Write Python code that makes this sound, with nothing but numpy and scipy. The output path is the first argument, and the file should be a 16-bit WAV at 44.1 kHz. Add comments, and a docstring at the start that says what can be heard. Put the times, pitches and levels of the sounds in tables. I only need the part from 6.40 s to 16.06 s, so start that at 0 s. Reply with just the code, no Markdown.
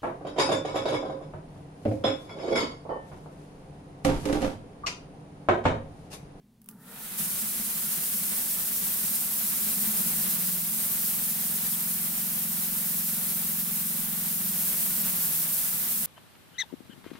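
"""A small four-stroke engine on a sawmill is pull-started in a paved yard, some metres from the microphone.
The starter clicks, a bright hiss swells, the engine catches and stumbles, settles to an even beat and sags again.
Exhaust and intake puffs ring the muffler as a low hum; shaped noise makes the fan roar and the airy hiss.
A spinning cord reel whirrs and squeals, and faint outdoor rumble and a steady low hum lie underneath."""
import sys
import numpy as np
from scipy import signal
from scipy.fft import rfft, irfft
from scipy.io import wavfile

SR = 44100
rng = np.random.default_rng(int(sys.argv[2]) if len(sys.argv) > 2 else 0)


def transcribe(u):
    """Save the signal u as a 16-bit wav file named by the first command-line argument.

    u: samples, shape (n,) or (channels, n), limited to [-1, 1]; the rate is SR.
    q: integer samples, one column per channel.
    """
    v = np.clip(np.atleast_2d(u).T, -1, 1)
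    q = np.round(v * 32767).astype(np.int16)
    wavfile.write(sys.argv[1], SR, q)


N = 426006
T = np.arange(N) / SR
FREQS = np.maximum(np.fft.rfftfreq(N, 1 / SR), 1)

# the cord is pulled, the fan begins to spin up, the first charge fires
PULL_S, SPIN_S, CATCH_S = 0.266, 0.38, 0.77

# mean firing rate of the engine: [t/s, f/Hz]
FIRING_RATE = [(3.3, 17.8), (3.6, 18.1), (3.81, 18.6), (3.91, 19.3), (4.42, 22.05), (4.7, 22.08),
               (5.1, 21.92), (6.4, 22.08), (6.91, 22.1), (7.93, 21.9), (8.16, 21.3), (8.42, 19.4),
               (9.05, 21.05), (9.66, 19.7)]
# how uneven the firing is: [t/s, raggedness 0-1]
RAGGEDNESS = [(3.3, 1), (3.8, .9), (4.0, .75), (4.45, .26), (8.0, .21), (8.4, .8), (9.66, .8)]
# exhaust hum once the engine has caught, before trim: [t/s, level/dB]
EXHAUST_LEVEL = [(0.8, -50.5), (2.0, -50), (2.75, -49), (3.15, -49), (3.7, -43.5), (4.1, -49),
                 (4.55, -46.5), (5.2, -45), (7.85, -43), (8.1, -44), (8.35, -49), (8.65, -47), (9.1, -52),
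                 (9.66, -48.5)]
# second puff of each cycle against the main one, stronger than it only late on: [t/s, level/dB]
AFTERPUFF_LEVEL = [(4.5, -12), (5.4, -9.5), (6.2, -10), (8.0, -13), (8.4, 2)]
# muffler passband under even firing, relative: [f/Hz, level/dB]
EVEN_MUFFLER = [(90, -55.5), (132, -31), (154, 5), (176, 8), (198, 6.5), (220, 7), (242, 0), (264, -9.5),
                (330, -49), (440, -22), (560, -66.5)]
# muffler passband under ragged firing, relative: [f/Hz, level/dB]
RAGGED_MUFFLER = [(70, -47.5), (120, -19), (150, -2), (175, -0.5), (210, 4.5), (240, -2), (275, -8),
                  (330, -24), (430, -15), (600, -49)]
# rushing air of the running engine, before trims: [t/s, roar level/dB, hiss level/dB]
AIR_LEVEL = [(0.8, -49.5, -32), (1.7, -49, -30.5), (3.1, -49, -30.0), (3.5, -47, -29), (3.88, -46.5, -29),
             (4.17, -50.5, -31), (4.55, -48.5, -30), (5.85, -49.5, -32), (6.6, -49, -31),
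             (7.8, -49.5, -32.5), (8.3, -48, -29.5), (8.65, -47, -30), (9.0, -48, -29.5),
             (9.66, -49.0, -31)]
# spectrum of the roar, relative: [f/Hz, level/dB]
ROAR_SPECTRUM = [(20, -2), (60, -2), (125, 0), (300, -2), (430, -2.5), (600, -2), (1000, -2), (1450, 0),
                 (2300, -2.5), (4000, -3), (7000, -23.5), (16000, -7)]
# likeness of left and right in the roar: [f/Hz, likeness 0-1]
ROAR_LIKENESS = [(30, 0.04), (150, 0.63), (400, 0.36), (700, 0.23), (1000, 0.22), (1350, 0), (2000, 0.11),
                 (6000, 0.01)]
# spectrum of the hiss wash, relative: [f/Hz, level/dB]
HISS_SPECTRUM = [(1200, -31), (2600, -19.5), (4000, -16.5), (5200, -11.5), (6300, -11), (7900, -5.5),
                 (8600, -9), (10100, -1), (11500, -4.5), (12300, 1.5), (13200, 0), (14300, 1.5),
                 (15700, -1)]
# whistling bands of the direct hiss, relative, before they drift: [f/Hz, width/Hz, level/dB]
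WHISTLE_BANDS = [(5850, 5500, -5.5), (8640, 640, -2), (9230, 720, -2.5), (10670, 600, -3.5),
                 (11220, 260, -1.5), (11620, 130, -7.5), (11660, 160, -3.5), (13130, 400, 0),
                 (13760, 270, -7.5), (13350, 280, -4.5), (14600, 300, -7), (15000, 700, -3)]
# outdoor air, relative: [f/Hz, level/dB]
YARD_SPECTRUM = [(25, -2), (70, 1), (120, -9), (300, -7), (450, -13), (800, -14), (1300, -22), (4000, -26),
                 (15000, -31)]
# snaps of the starter pawls, relative: [t/s, level/dB]
PAWL_CLICKS = [(.217, -47), (.243, -51), (.260, -47), (.288, -30), (.311, -47)]
# spectrum of a pawl snap, relative: [f/Hz, level/dB]
PAWL_SPECTRUM = [(150, -25), (400, -15), (1150, -1), (2100, -12), (3000, -6), (4000, -13), (5000, -6),
                 (7500, -5), (10000, 3.5), (15000, 4)]
# reel housing resonances at full spin, relative: [f/Hz, width/Hz, level/dB]
REEL_RESONANCES = [(483, 76, -0.5), (680, 260, -1), (930, 150, -0.5), (1420, 520, 1.5), (1850, 450, -4)]
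# squeals of the reel: [t/s, half length/s, f/Hz, glide/(Hz/s), level/dB]
REEL_SQUEALS = [(.31, .03, 1190, 1800, -70), (.41, .08, 910, -600, -68), (.52, .04, 460, -100, -63),
                (.51, .08, 1390, 700, -64), (.49, .07, 1850, 600, -67), (.59, .04, 890, 0, -66),
                (.63, .07, 1780, -200, -64), (.66, .07, 1440, 0, -63), (.98, .13, 1440, -150, -59),
                (1.4, .2, 1390, -60, -63)]
# hard single firings: [t/s, peak level/dB, f/Hz at the peak]
COUGH_THUMPS = [(.803, -35, 205), (.822, -36, 178), (.867, -38, 192), (0.941, -43, 175), (1.03, -35, 221),
                (1.062, -42, 215), (1.094, -40, 215), (1.203, -36, 215), (1.246, -40, 216),
                (1.28, -41, 220), (1.357, -39, 173), (1.446, -38, 201), (1.483, -41, 165), (1.58, -42, 180),
                (1.751, -38, 200), (1.821, -39, 180), (1.895, -40, 195), (2.175, -41, 196),
                (2.205, -41, 196), (2.309, -41, 194), (2.425, -39, 185), (2.487, -42, 205),
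                (2.642, -36, 188), (2.712, -39, 226), (2.853, -38, 188), (3.041, -41, 209),
                (3.128, -40, 201), (3.275, -39, 200), (3.374, -35, 203), (3.594, -36, 190)]
# harmonics of the firing rate booming in the muffler, before trim: [t/s, half length/s, harmonic, level/dB]
HARMONIC_BOOMS = [(3.29, .06, 12, -52), (3.45, .055, 11, -43), (3.485, .04, 12, -43),
                  (3.565, .035, 12, -47), (3.61, .06, 11, -44), (3.66, .035, 12, -45.5),
                  (3.755, .045, 9, -46.5), (3.77, .045, 12, -45.5), (3.845, .045, 10, -43.5),
                  (3.96, .08, 9, -46.5), (4.04, .07, 10, -49.5), (4.09, .08, 9, -44.5), (4.19, .08, 8, -50),
                  (4.32, .07, 10, -47.5), (8.1, .07, 9, -45), (8.23, .1, 8, -53), (8.31, .06, 9, -51),
                  (8.44, .06, 10, -51.5), (8.54, .05, 10, -50.5), (8.6, .12, 11, -50.5),
                  (8.67, .15, 9, -46), (8.78, .07, 10, -54), (8.87, .14, 8, -48.5), (9.03, .07, 8, -51),
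                  (9.05, .07, 7, -54), (9.38, .25, 8, -57), (9.61, .05, 10, -46.5), (9.61, .05, 11, -51)]
# whistles in the hiss, and one brief metallic click at 5.34 s: [t/s, f/Hz, width/Hz, half length/s, level/dB]
HISS_FLARES = [(4.85, 13100, 220, .1, -47), (5.34, 3450, 600, .013, -47), (5.39, 8520, 350, .06, -44),
               (5.43, 9100, 400, .022, -42), (5.37, 11750, 250, .1, -44), (5.4, 13200, 300, .1, -42),
               (6.7, 11750, 300, .45, -45), (7.15, 13300, 220, .13, -41), (7.75, 13270, 220, .1, -47)]


def undb(db):
    """Decibels to gain."""
    return 10 ** (np.asarray(db) / 20)


def curves(table):
    """Each column of a table, joined by straight lines in time."""
    s, *columns = np.transpose(table)
    return [np.interp(T, s, c) for c in columns]


def on_freqs(table):
    """A (frequency, value) table joined up on a log-frequency axis."""
    hz, value = np.transpose(table)
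    return np.interp(np.log(FREQS), np.log(hz), value)


def since(s):
    """Seconds gone since a moment, zero before it."""
    return np.maximum(T - s, 0)


def ramp(s, length_s=0.02):
    """Rises from 0 to 1, starting at a moment."""
    return np.minimum(since(s) / length_s, 1)


def shape(x, gain):
    """Filter by a gain for each frequency."""
    return irfft(rfft(x) * gain, N)


def causal(gain):
    """Minimum-phase response of a resonator with this gain: it rings only after the blow."""
    cepstrum = irfft(np.log(gain), N)
    return np.exp(rfft(cepstrum * (1 + np.sign(np.fft.fftfreq(N)))))


def unit(x, band=(0, SR)):
    """Scale so that the centre of the image has rms 1 within a band in Hz."""
    mid = np.atleast_2d(x).mean(axis=0)
    in_band = (FREQS >= band[0]) & (FREQS <= band[1])
    return x / np.std(shape(mid, in_band))


def noise(channels=1):
    """Unrelated white noises."""
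    return rng.standard_normal((channels, N))


def walk(rate):
    """Smooth chance with spread 1, changing about rate times a second."""
    return unit(shape(noise()[0], np.exp(-(FREQS / rate) ** 2) * (FREQS > 1)))


def spikes(times, sizes):
    """One impulse at each time."""
    places = np.clip(np.asarray(times) * SR, 0, N - 1).astype(int)
    return np.bincount(places, sizes, N)


def resonance(hz, width):
    """Noise in one resonance, rms 1; its gain halves half a width from the centre."""
    return unit(shape(noise()[0], 1 / (1 + ((FREQS - hz) / width * 2) ** 2)))


def steadied(x, share=0.35, span_s=0.019):
    """Even out a share of the chance swells of a narrow noise."""
    power = shape(x ** 2, np.exp(-(FREQS * span_s) ** 2))
    return unit(x / np.maximum(power, power.mean() / 20) ** (np.clip(share, 0, 1) / 2))


def drift(x, drift_hz=55, rate=1.497):
    """Let all pitches of a sound wander slowly up and down together."""
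    turns = np.cumsum(drift_hz * walk(rate)) / SR
    return np.real(signal.hilbert(x) * np.exp(2j * np.pi * turns))


def crank(hunt_hz=.1, hunt_rate=4.8, beat_s=6.316):
    """Firing cycles of two crank turns each; the governor hunts a little about the mean rate."""
    hz, = curves(FIRING_RATE)
    turn = np.cumsum(hz + hunt_hz * walk(hunt_rate)) / SR
    return turn - np.interp(beat_s, T, turn)  # a firing lands on beat_s


def exhaust(turn, rough, intake=0.069, scatter_db=0.5, after_s=.0177, after_scatter_db=1.5,
            stumble_s=0.00403, ragged_db=-4.0, flow=2.05):
    """Each cycle gives an exhaust puff, an afterpuff and, one crank turn on, a weak intake puff; all ring the muffler."""
    fired = T[1:][np.diff(np.floor(turn)) > 0]
    drawn = T[1:][np.diff(np.floor(turn + .5)) > 0]
    main_chance, late_chance, ragged_chance, after_chance = rng.standard_normal((4, len(fired)))

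    after_db = np.interp(fired, *np.transpose(AFTERPUFF_LEVEL))
    share = 1 / np.hypot(1, undb(after_db))  # the pair keeps its energy
    puffs = spikes(fired, share * undb(scatter_db * main_chance))
    puffs = puffs + spikes(fired + after_s, share * undb(after_db + after_scatter_db * after_chance))
    puffs = puffs + spikes(drawn, np.full(len(drawn), intake))
    even = unit(shape(puffs, causal(undb(on_freqs(EVEN_MUFFLER)))))

    # ragged firings come early or late, weak or strong, with turbulent gas between them
    stumbles = spikes(fired + stumble_s * late_chance, undb(ragged_db * ragged_chance))
    gas = unit(stumbles) + flow * noise()[0]
    ragged = steadied(shape(gas, causal(undb(on_freqs(RAGGED_MUFFLER)))))
    return np.sqrt(1 - rough ** 2) * even + rough * ragged


def hum_level(rest_db=-60.5, crank_db=-52.5):
    """The exhaust in dB before trim: soft puffs while cranked, then firing."""
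    cranked_db = rest_db + (crank_db - rest_db) * ramp(PULL_S)
    return cranked_db + (curves(EXHAUST_LEVEL)[0] - cranked_db) * ramp(CATCH_S)


def roar(flicker_db=1.16):
    """Rush of the cooling fan and machinery, spread wide by the yard."""
    alike = np.clip(on_freqs(ROAR_LIKENESS), 0, 1)
    air = shape(noise(), np.sqrt(alike)) + shape(noise(channels=2), np.sqrt(1 - alike))
    return unit(shape(air, undb(on_freqs(ROAR_SPECTRUM))), (400, 2500)) * undb(flicker_db * walk(23))


def hiss(turn, hum, direct_db=-5.0, wander_db=1.0, throb_db=0.2, pulse_db=0.43, flutter_db=0.72, grain_db=0.1,
         edge_cold_db=-4.5, edge_warm_db=0.63, warm_s=2):
    """Turbulent air: wavering whistle bands in the centre, a smooth wash from the walls around them."""
    direct = 0
    for hz, width, db in WHISTLE_BANDS:
        direct = direct + resonance(hz, width) * undb(db + wander_db * walk(3.4))
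    direct = unit(drift(direct) * undb(grain_db * walk(700)))
    wash = unit(shape(noise(channels=2), undb(on_freqs(HISS_SPECTRUM))))
    air = wash + undb(direct_db) * direct

    # the top edge, faded in from 11 to 13 kHz, opens as the engine warms
    edge = shape(air, np.clip((FREQS - 11000) / 2000, 0, 1))
    edge_db = edge_warm_db + (edge_cold_db - edge_warm_db) * np.exp(-T / warm_s)
    air = air + (undb(edge_db) - 1) * edge

    # the stream swells with each crank turn and with the pressure in the muffler
    swell_db = throb_db * np.cos(2 * np.pi * 2 * turn) + pulse_db * hum + flutter_db * walk(20.6)
    return unit(air * undb(swell_db), (6000, 16000))


def spin_up(rest_db, pull_db, rise_s):
    """The air in dB against its running level: it swells after the pull and arrives as the engine catches."""
    pulled_db = pull_db * np.exp(-since(SPIN_S) / rise_s)
    cranked_db = rest_db + (pulled_db - rest_db) * ramp(PULL_S)
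    return cranked_db * (1 - ramp(CATCH_S))


def reflections(x, echo_db=-24, longest_s=.022, count=12):
    """Short echoes from ground and frame comb each channel in its own way."""
    lags = (rng.uniform(.1, 1, (len(x), count)) * longest_s * SR).astype(int)
    echoes = [sum(np.pad(c, (k, 0))[:N] for k in row) for c, row in zip(x, lags)]
    return x + undb(echo_db) * np.array(echoes)


def rushing_air(turn, hum, roar_trim_db=-0.93, hiss_trim_db=0.18, kick_s=0.029):
    """Roar and hiss swell with the spinning fan, the roar sooner; the first firing kicks the fan."""
    roar_db, hiss_db = curves(AIR_LEVEL)
    kick = ramp(CATCH_S) * np.exp(-since(CATCH_S + kick_s) / kick_s)
    roar_db = roar_db + roar_trim_db + spin_up(rest_db=-40, pull_db=-30, rise_s=0.12) + 2.5 * kick
    hiss_db = hiss_db + hiss_trim_db + spin_up(rest_db=-50, pull_db=-33.5, rise_s=0.2) + 3.5 * kick
    return reflections(undb(roar_db) * roar() + undb(hiss_db) * hiss(turn, hum))


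def low_hum(hz=120, db=-69, waver_db=1.0):
    """A faint sine, wavering in level and phase, lies under everything."""
    tone = np.sin(2 * np.pi * hz * T + walk(3) / 2)
    return undb(db + waver_db * walk(6)) * np.sqrt(2) * tone


def yard(db=-74.5):
    """Faint outdoor air, mostly rumble: shaped noise, largely alike on both sides."""
    air = noise(channels=2) + 3.9 * noise()
    return undb(db) * unit(shape(air, undb(on_freqs(YARD_SPECTRUM))), (400, 15000))


def starter(snap_s=0.0016, ring_s=0.018, ring_db=-16, click_db=-7):
    """The pawls snap into the flywheel cup, which rings briefly: noise under two decays."""
    envelope = 0
    for s, db in PAWL_CLICKS:
        age = since(s)
        decay = np.exp(-age / snap_s) + undb(ring_db) * np.exp(-age / ring_s)
        envelope = envelope + (T >= s) * undb(db) * decay
    snaps = envelope * (noise() + 1.4 * noise(channels=2))
    return undb(click_db) * shape(snaps, undb(on_freqs(PAWL_SPECTRUM)))


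def reel(db=-57, attack_s=0.25, release_s=0.28, chatter_db=2.0, chatter_rate=70, jerk=0.254, glide=.08):
    """The cord jerks its reel into a spin; it chatters in the housing, and the whirr climbs and falls with the spin."""
    whirr = sum(undb(level_db) * resonance(hz, width) for hz, width, level_db in REEL_RESONANCES)
    whirr = whirr * undb(chatter_db * walk(chatter_rate))
    spin = jerk * ramp(PULL_S) + (1 - jerk) * ramp(PULL_S, attack_s) ** 2
    spin = spin * np.exp(-since(PULL_S + attack_s) / release_s)  # runs down as the cord winds back
    played_s = np.cumsum(1 - glide * (1 - spin)) / SR  # slower playback, lower pitch
    whirr = np.interp(played_s, T, whirr)
    return unit(whirr) * undb(db) * spin


def squeals(wobble=.9, wobble_rate=45):
    """The spinning reel sings in thin gliding tones, the last of them as the cord winds back."""
    out, wobbling = np.zeros(N), wobble * walk(wobble_rate)
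    for s, length_s, hz, glide, db in REEL_SQUEALS:
        age = T - s
        phase = 2 * np.pi * (hz * age + glide * age ** 2 / 2) + wobbling
        out += undb(db) * np.exp(-(age / length_s) ** 2) * np.sqrt(2) * np.cos(phase)
    return out


def coughs(attack_s=0.0071, release_s=0.014, sag_hz_per_s=900):
    """A rich charge now and then thumps the muffler harder; each thump sinks in pitch as it fades."""
    out = np.zeros(N)
    for s, db, hz in COUGH_THUMPS:
        near = np.abs(T - s) < .06
        age = T[near] - s
        envelope = np.exp(-(age / np.where(age < 0, attack_s, release_s)) ** 2)
        cycles = hz * age - sag_hz_per_s * age ** 2 / 2 + rng.random()
        out[near] += undb(db) * envelope * np.cos(2 * np.pi * cycles)
    return out


def booms(turn, trim_db=0.3, waver=0.62, waver_rate=16):
    """One harmonic after another swells in the muffler, wavers and slides with the crank speed."""
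    wavering, tones = waver * walk(waver_rate), 0
    for s, length_s, harmonic, db in HARMONIC_BOOMS:
        phase = 2 * np.pi * harmonic * turn + np.roll(wavering, rng.integers(N))
        tones = tones + undb(db + trim_db) * np.exp(-((T - s) / length_s) ** 2) * np.cos(phase)
    muffler = causal(undb(on_freqs(EVEN_MUFFLER)))
    delayed = shape(tones, muffler / np.abs(muffler))  # the muffler's phase without its gain
    return np.sqrt(2) * delayed * ramp(CATCH_S)


def flares():
    """Now and then a band of the hiss swells into a whistle; once a brief metallic click sounds."""
    out = 0
    for s, hz, width, length_s, db in HISS_FLARES:
        out = out + resonance(hz, width) * undb(db) * np.exp(-((T - s) / length_s) ** 2)
    return out


def scene(hum_trim_db=0.66, right_db=0.3):
    """The crank times the hum, the booms and the throb of the hiss; the air leans slightly to the right."""
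    rough, = curves(RAGGEDNESS)
    turn = crank()
    hum = exhaust(turn, rough)
    engine = undb(hum_level() + hum_trim_db) * hum + coughs() + booms(turn)
    lean = undb(np.array([[-right_db], [right_db]]) / 2)
    air = (rushing_air(turn, hum) + flares()) * lean
    pull_start = starter() + reel() + squeals()
    return engine + air + pull_start + low_hum() + yard()


def record(dry, top_hz=15750):
    """The recorder cuts the top steeply with an elliptic low-pass."""
    return signal.sosfilt(signal.ellip(12, .1, 80, top_hz, fs=SR, output="sos"), dry)


dry = scene()
out = record(dry)
transcribe(out)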